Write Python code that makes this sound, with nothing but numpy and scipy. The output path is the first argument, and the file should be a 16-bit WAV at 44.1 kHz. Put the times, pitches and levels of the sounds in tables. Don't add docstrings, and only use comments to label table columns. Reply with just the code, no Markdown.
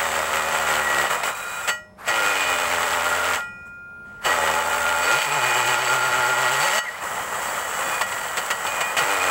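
import sys
import numpy as np
from scipy import signal
from scipy.fft import rfft, irfft
from scipy.io import wavfile
from scipy.ndimage import uniform_filter1d, map_coordinates

SR = 44100
rng = np.random.default_rng(int(sys.argv[2]) if len(sys.argv) > 2 else 0)


def waveform_to_disk(signal):
    frames = np.transpose(np.atleast_2d(signal))
    scaled = np.clip(frames, -1, 1) * 32767
    samples = np.round(scaled).astype(np.int16)
    wavfile.write(sys.argv[1], SR, samples)


N = 410130
T = np.arange(N) / SR

# pitch_hz, level_db, t60_s
RAIL_MODES = [(614, -18, 1.0), (861, -5, .22), (1028, -16, .15), (1277, -8, .3), (1405, 2, .33),
              (1917, 4, .34), (2454, -15, .39), (2740, -20, .3), (2946, -5, .27), (3225, -13, .18),
              (3887, -26, .3), (4565, -14, .22), (5179, -26, .28), (5286, -33, .9), (5432, -24, .28),
              (6363, -17, .3), (6482, -16, .2), (6775, -24, .3), (7460, -10, .15), (7790, -10, .25),
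              (8204, -25, .25), (9932, -30, .2), (14820, -25, .15), (15390, -22, .16)]
# pitch_hz, level_db, t60_s
SHRILL_MODES = [(2740, -9, .3), (2946, -1, .3), (4565, -3, .3), (5432, -14, .3), (6363, -13, .3),
                (6482, -9, .25), (6775, -10, .3), (7460, -1, .15), (7790, 0, .22)]
# pitch_hz, level_db (relative to the stone's drive)
MAIN_MODES = [(861, -11.5), (1277, -10.5), (1405, -9), (1917, -7), (2454, -15.5)]
# freq_hz, gain_db
RUB_EQ = [(100, -14.5), (200, -13.5), (290, -13.5), (380, -9.5), (560, 1), (800, 1.5), (1300, 2.5),
          (1600, -3), (1950, -0.5), (2300, -20.5), (3200, -26)]
# freq_hz, gain_db
CUT_EQ = [(1400, -3), (2100, 3.5), (2500, -0.5), (3050, -0.5), (3700, -7), (4700, -9.5), (5600, -13),
          (6600, -12.5), (8000, -20), (12000, -23)]
# freq_hz, gain_db
HISS_EQ = [(4500, -20), (6300, -9), (7100, -4), (7700, 2), (8200, -2), (9000, -10.5), (10200, -11.5),
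           (12200, -17.5), (13800, -10), (15300, -11.5), (16000, 1.5)]


def amp(db):
    return 10 ** (np.asarray(db) / 20)


def unit(x):
    return x / np.sqrt(np.mean(x ** 2) + 1e-20)


def curves(rows):
    times, *columns = np.transpose(rows)
    return [np.interp(T, times, column) for column in columns]


def wobble(rate_hz):
    return map_coordinates(rng.standard_normal(int(N * rate_hz / SR) + 4), [T * rate_hz])


def held(start_s, end_s, release_s, attack_s=.041):
    return -30 * (np.clip(start_s - T, 0, None) / attack_s + np.clip(T - end_s, 0, None) / release_s)


def coloured(x, eq):
    hz, db = np.transpose(eq)
    log_bins = np.log(np.fft.rfftfreq(4096, 1 / SR) + 1)
    gain_db = np.interp(log_bins, np.log([hz[0] / 2, *hz, hz[-1] * 2]), [db[0] - 38, *db, db[-1] - 29.5])
    cepstrum = irfft(np.log(amp(gain_db)))
    fold = 1 + np.sign(len(cepstrum) / 2 - np.arange(len(cepstrum)))
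    fold[0] = 1
    return signal.oaconvolve(x, irfft(np.exp(rfft(cepstrum * fold))))[:N]


def grit(clump_db, clump_hz):
    return rng.standard_normal(N) * amp(clump_db * wobble(clump_hz))


def ring(t, modes):
    return sum(amp(db - 60 * t / t60) * np.sin(2 * np.pi * hz * t) for hz, db, t60 in modes)


def excite(modes, drive):
    return unit(signal.oaconvolve(drive * rng.standard_normal(N), ring(T[:SR // 2], modes))[:N])


def impacts(cycles, scatter_s, spread_db):
    at = np.flatnonzero(np.diff(np.floor(cycles)) > 0)
    late, size = rng.standard_normal((len(at), 2)).T
    return np.bincount(np.clip(at + late * scatter_s * SR, 0, N - 1).astype(int), amp(spread_db * size), N)


def outdoor_rumble():
    # time_s, level_db
    fader = [(0, -54), (4.1, -49.5), (5.5, -60), (6.6, -65), (7.2, -48), (9.3, -53)]
    # freq_hz, gain_db
    rumble_eq = [(15, -50), (25, -13), (102, -6.5), (145, -11), (198, -4.5), (295, -21.5), (314, -16.5),
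                 (361, -15.5), (1000, -18.5), (1400, -27), (3500, -39.5), (12000, -49)]
    return amp(curves(fader)[0] + .89 * wobble(3.68)) * unit(coloured(rng.standard_normal(N), rumble_eq))


def drill(motor_hz, motor_turns):
    # start_s, end_s
    trigger = [(0, 1.68), (1.991, 3.34), (4.225, 9.3)]
    # multiple of motor speed, level_db
    partials = [(2, -58), (3, -56), (4, -56), (5, -66), (9.25, -47)]
    # freq_hz, gain_db
    gear_eq = [(400, -14), (800, -1), (1300, 2), (2000, -6.5), (3200, -18.5), (6000, -24), (12000, -22.5)]
    powered = amp(np.max([held(on, off, release_s=.15) for on, off in trigger], axis=0))
    whine = sum(amp(db) * np.sin(2 * np.pi * k * motor_turns) for k, db in partials)
    whine *= amp(2.5 * wobble(20))
    gears_db = -37 + 3 * np.log2(motor_hz / 360)
    gears = amp(gears_db) * unit(coloured(grit(clump_db=.5, clump_hz=330), gear_eq))
    whistle = amp(-76 + 3.3 * wobble(8.6)) * np.sin(2 * np.pi * 9781 * T + wobble(200))
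    return powered * (whine + gears) + whistle


def free_ring(lift_s=3.38, return_s=4.27):
    # pitch_hz, level_db, t60_s
    free_modes = [(861, -37, 0.52), (1270, -41, 0.61), (1403, -25, 0.47), (1405, -36, 33),
                  (1925, -33, 0.67), (2454, -38, 1.86), (2946, -41, 0.39), (5286, -55.5, 1.2),
                  (6778, -62, 1.8), (8204, -52, 0.56)]
    t = np.clip(T - lift_s, 0, None)
    damping = np.exp(-np.clip(T - return_s, 0, None) / .03)
    return ring(t, free_modes) * (1 - np.exp(-t / .0071)) * damping


def squeak():
    # time_s, pitch_hz, level_db (before the trim)
    glide = [(6.82, 2340, -90), (6.85, 2200, -35), (6.89, 1900, -21), (6.92, 1920, -47), (6.95, 2020, -28),
             (7.0, 2000, -90)]
    hz, db = curves(glide)
    rough_hz = hz * (1 + .025 * wobble(1200))
    return amp(db - 1.5) * np.sin(2 * np.pi * np.cumsum(rough_hz) / SR)


def catches():
    # start_s, rattle_gain_db, length_s, ring_gain_db
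    snags = [(1.233, -14, 0.0042, -39), (1.676, -14, 0.023, -20.5), (2.079, -19, 0.0089, -26.5),
             (4.248, -18, 0.018, -25.5), (6.772, -49, 0.012, -24), (8.011, -12.5, 0.0067, -28),
             (8.119, -22, 0.0066, -37), (8.37, -14.5, 0.016, -29), (8.503, -12.5, 0.012, -29.5),
             (8.666, -18, .005, -32), (8.806, -13.5, 0.0098, -31), (8.967, -13, 0.024, -25)]
    force, ringing, t = np.zeros(N), np.zeros(N + SR), T[:SR // 2]
    for start_s, rattle_db, length_s, ring_db in snags:
        after = np.clip(T - start_s, 0, None)
        release = np.exp(-np.clip(after - length_s, 0, None) / .01)
        force += amp(rattle_db) * (1 - np.exp(-after / .00035)) * release
        modes = [(hz, db + rng.normal(0, .5), t60) for hz, db, t60 in RAIL_MODES]
        modes += [(hz, db - 6, .5 * t60) for hz, db, t60 in SHRILL_MODES]
        tail = amp(ring_db) * np.minimum(t / length_s, 1) * ring(t, modes)
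        ringing[round(start_s * SR):][:len(t)] += tail
    rattle = sum(amp(db) * unit(coloured(grit(clump_db=1.5, clump_hz=970), eq))
                 for eq, db in [(RUB_EQ, -10), (CUT_EQ, -10), (HISS_EQ, -14)])
    return force * rattle + ringing[:N]


def singing_rail(rub_db, cut_db):
    # middle_s, length_s, pitch_hz, gain_db
    swells = [ (.45, 0.26, 2454, 6.5), (.75, 0.4, 1405, 6.9), (.92, 0.27, 1917, 10), (1.53, 0.48, 1405, 15),
              (1.52, 0.75, 2454, 15.4), (2.25, 0.27, 1405, 10.7), (2.42, 0.66, 2454, 14),
              (3.17, 0.52, 1405, 9.7), (4.32, 0.074, 1917, 7.9), (4.55, .7, 861, 9), (4.85, 0.39, 1405, 13),
              (4.97, 0.13, 861, 9.9), (5.13, .16, 1405, 10.8), (5.34, 0.24, 861, 6), (5.4, 1.4, 2454, 11.5),
              (6.2, 2.2, 861, 7.1), (6.15, 1.13, 1405, 11.9), (6.5, .4, 1917, 4.7), (7.98, 0.23, 2454, 15),
              (8.85, 0.45, 2454, 16), (9.25, .3, 2454, 12)]
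    drive_db = (rub_db + cut_db) / 2
    out = np.zeros(N)
    for hz, mode_db in MAIN_MODES:
        resonance = ring(T[:SR // 2], [(hz, 0, .55)])
        tone = signal.oaconvolve(rng.standard_normal(N + SR // 2), resonance, "valid")[:N]
        tone /= np.sqrt(np.abs(uniform_filter1d(tone ** 2, size=3800)) + 1e-12)
        swell_db = sum(db * np.exp(-(2 * (T - middle_s) / length_s) ** 2)
                       for middle_s, length_s, pitch_hz, db in swells if pitch_hz == hz)
        out += amp(drive_db + mode_db + swell_db) * tone
    return out


def hand_pressure():
    # start_s, end_s, rub_db, cut_db, hiss_db, screech_db, release_s
    gestures = [ (0, 1.06, -25, -30, -32.5, -48, .2), (1.104, 1.126, -23, -29, -30.5, -53, 0.29),
                (1.254, 1.282, -25, -31, -30.5, -55, 0.14), (1.35, 1.466, -38, -41, -38, -57, .11),
                (1.474, 1.704, -36.5, -41, -37, -49, 0.13), (2.08, 2.48, -27, -28, -34, -59, 0.13),
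                (2.488, 3.356, -25, -29, -32.5, -52, 0.12), (3.56, 3.757, -69, -78, -73, -85, .1),
                (3.667, 3.675, -53, -68, -58, -80, .08), (4.057, 4.2, -57, -64, -69, -85, .1),
                (4.26, 4.624, -23.5, -30, -33, -43, .1), (4.607, 5.02, -26, -32.5, -32.5, -43, .1),
                (5.024, 5.183, -24.5, -27.5, -32.5, -33.5, .1), (5.186, 5.3, -30.5, -27, -31.5, -36.5, .1),
                (5.268, 6.512, -25, -28.5, -33, -36.5, 0.12), (6.517, 6.788, -25, -25.5, -30, -33.5, 0.037),
                (6.84, 7.024, -38, -41.5, -44.5, -52, .1), (7.022, 7.412, -29, -38.5, -35.5, -56, 0.12),
                (7.42, 8.013, -28, -36, -32.5, -46, 0.18), (8.068, 8.626, -31.5, -38, -35.5, -51, 0.23),
                (8.645, 8.954, -29.5, -37.5, -35.5, -50, 0.35), (8.978, 9.3, -25, -30, -32, -45, .1)]
    faders_db = np.full((4, N), -120.)
    for start_s, end_s, *layers_db, release_s in gestures:
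        faders_db = np.maximum(faders_db, np.array(layers_db)[:, None] + held(start_s, end_s, release_s))
    return faders_db + .9 * wobble(11)


def chatter_spells():
    # time_s, bounce_hz
    spells = [
        [(0, 80.9), (.4, 77.02), (.52, 80.53), (.9, 72.93), (1.06, 70.04)],
        [(2.09, 122), (2.2, 104.3), (2.5, 88.19), (2.9, 83.88), (3.37, 87.53)],
        [(4.26, 130), (4.32, 86.24), (4.47, 77.86), (4.6, 82.55), (5.03, 84.37), (5.14, 119.4), (5.19, 184.7)],
        [(5.21, 185.2), (5.28, 143.4), (5.35, 146.7), (5.43, 122), (5.75, 121.4), (6.0, 128.4), (6.25, 122.6),
         (6.56, 130.1), (6.66, 182.3), (6.79, 213)],
        [(8.99, 188.5), (9.03, 117.3), (9.07, 99.7), (9.3, 87.9)],
    ]
    gate = sum(((T >= rows[0][0]) & (T <= rows[-1][0])).astype(float) for rows in spells)
    return np.clip(uniform_filter1d(gate, size=900), 0, 1), curves(np.vstack(spells))[0]


def growl(cycles, bounce_hz, peak_hz=122):
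    # multiple of bounce rate, relative level_db
    harmonics = [(1, -49), (2, -56.5), (3, -51.5), (4, -50.5), (6, -49), (7, -41.5), (8, -41)]
    level_db = 3 - 6 * np.abs(np.log2(bounce_hz / peak_hz))
    return sum(amp(level_db + db + 2.2 * wobble(30)) * np.sin(2 * np.pi * round(k) * cycles)
               for k, db in harmonics)


def hammering(cycles, bounce_hz, slowness=.22):
    # freq_hz, gain_db
    blow_eq = [(55, -33.5), (90, -16), (160, -5.5), (250, -16.5), (330, -2.5), (420, -4.5), (530, 3.5),
               (690, 0), (860, 3.5), (1080, 0), (1400, 1), (2200, -6.5), (4000, -31), (9000, -27.5)]
    near_side = impacts(cycles, scatter_s=.00005, spread_db=1.1)
    far_side = impacts(cycles + .5, scatter_s=.00012, spread_db=2)
    blows = (near_side - .35 * far_side) / np.sqrt(bounce_hz)
    dispersion = np.exp(-2j * np.pi * slowness * np.sqrt(np.fft.rfftfreq(N, 1 / SR)))
    return unit(coloured(irfft(rfft(blows) * dispersion, N), blow_eq))


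def grinding(motor_turns, rub_db, cut_db, hiss_db, screech_db):
    # freq_hz, gain_db
    scrape_eq = [(250, -26.5), (500, -1.5), (750, 0.5), (1000, 1.5), (1300, 4), (1600, -3.5), (1950, -4),
                 (2300, -38), (3200, -32)]
    gear_ratio, blow_share = 42, .52
    chuck_turns = motor_turns / gear_ratio
    chattering, bounce_hz = chatter_spells()
    runout = np.cos(2 * np.pi * (chuck_turns + .53))
    sway = .028 * (np.minimum(bounce_hz, 130) / 85) ** 1.5
    cycles = np.cumsum(bounce_hz * (1 + sway * runout + .0035 * wobble(40))) / SR
    press = amp(.5 * runout + .35 * wobble(28))
    blows = hammering(cycles, bounce_hz)
    thrum = chattering * growl(cycles, bounce_hz)
    digging = unit(.4 + np.exp(-((cycles - .2) % 1) / .89))
    shake = 1 + .1 * (1 - chattering) * np.cos(2 * np.pi * motor_turns)
    bite = (1 + chattering * (digging - 1)) * shake
    rubbing = unit(coloured(bite * grit(clump_db=2, clump_hz=500), RUB_EQ))
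    scraping = unit(coloured(bite * grit(clump_db=.5, clump_hz=500), scrape_eq))
    chatter = np.sqrt(blow_share) * blows + np.sqrt(1 - blow_share) * scraping
    body = amp(rub_db) * (np.sqrt(1 - chattering) * rubbing + np.sqrt(chattering) * chatter)
    surge_db = .5 * chattering * (sway / sway.max()) ** 2 * np.cos(2 * np.pi * (chuck_turns + .64))
    scratch = bite * amp(surge_db + 1.6 * wobble(600))
    cutting = amp(cut_db - .4) * unit(coloured(scratch * grit(clump_db=4.5, clump_hz=3000), CUT_EQ))
    hiss = amp(hiss_db + 1.5) * unit(coloured(scratch * grit(clump_db=1, clump_hz=3000), HISS_EQ))
    side_modes = [mode for mode in RAIL_MODES if all(abs(mode[0] - hz) > 60 for hz, _ in MAIN_MODES)]
    ringing = amp(cut_db - 8 + 1.1 * wobble(8)) * excite(side_modes, scratch)
    screech = amp(screech_db + 2.8 * surge_db + 1.5 * wobble(11)) * excite(SHRILL_MODES, scratch)
    return press * (body + cutting + hiss) + thrum + ringing + screech


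def scene():
    # time_s, motor_hz (turns a second)
    speed = [(0, 392), (1.15, 392), (1.3, 420), (1.62, 420), (1.96, 30), (2.05, 240), (2.2, 385),
             (3.33, 385), (3.5, 85), (4.17, 85), (4.3, 385), (5.0, 385), (5.3, 355), (6.78, 355),
             (6.88, 205), (7.13, 338), (7.9, 372), (8.4, 336), (9.3, 345)]
    motor_hz, = curves(speed)
    motor_turns = np.cumsum(motor_hz * (1 + .003 * wobble(25) + .004 * wobble(300))) / SR
    rub_db, cut_db, hiss_db, screech_db = hand_pressure()
    rumble = outdoor_rumble()
    stone = grinding(motor_turns, rub_db, cut_db, hiss_db, screech_db)
    rail = singing_rail(rub_db, cut_db) + free_ring()
    return (rumble + stone + rail + catches() + squeak() + drill(motor_hz, motor_turns))[None]


def record(dry):
    ceiling, top_hz = .38, 15750
    soft = dry / (1 + np.abs(dry / ceiling) ** 6) ** (1 / 6)
    return irfft(rfft(soft) * (np.fft.rfftfreq(N, 1 / SR) < top_hz), N)


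dry = scene()
out = record(dry)
waveform_to_disk(out)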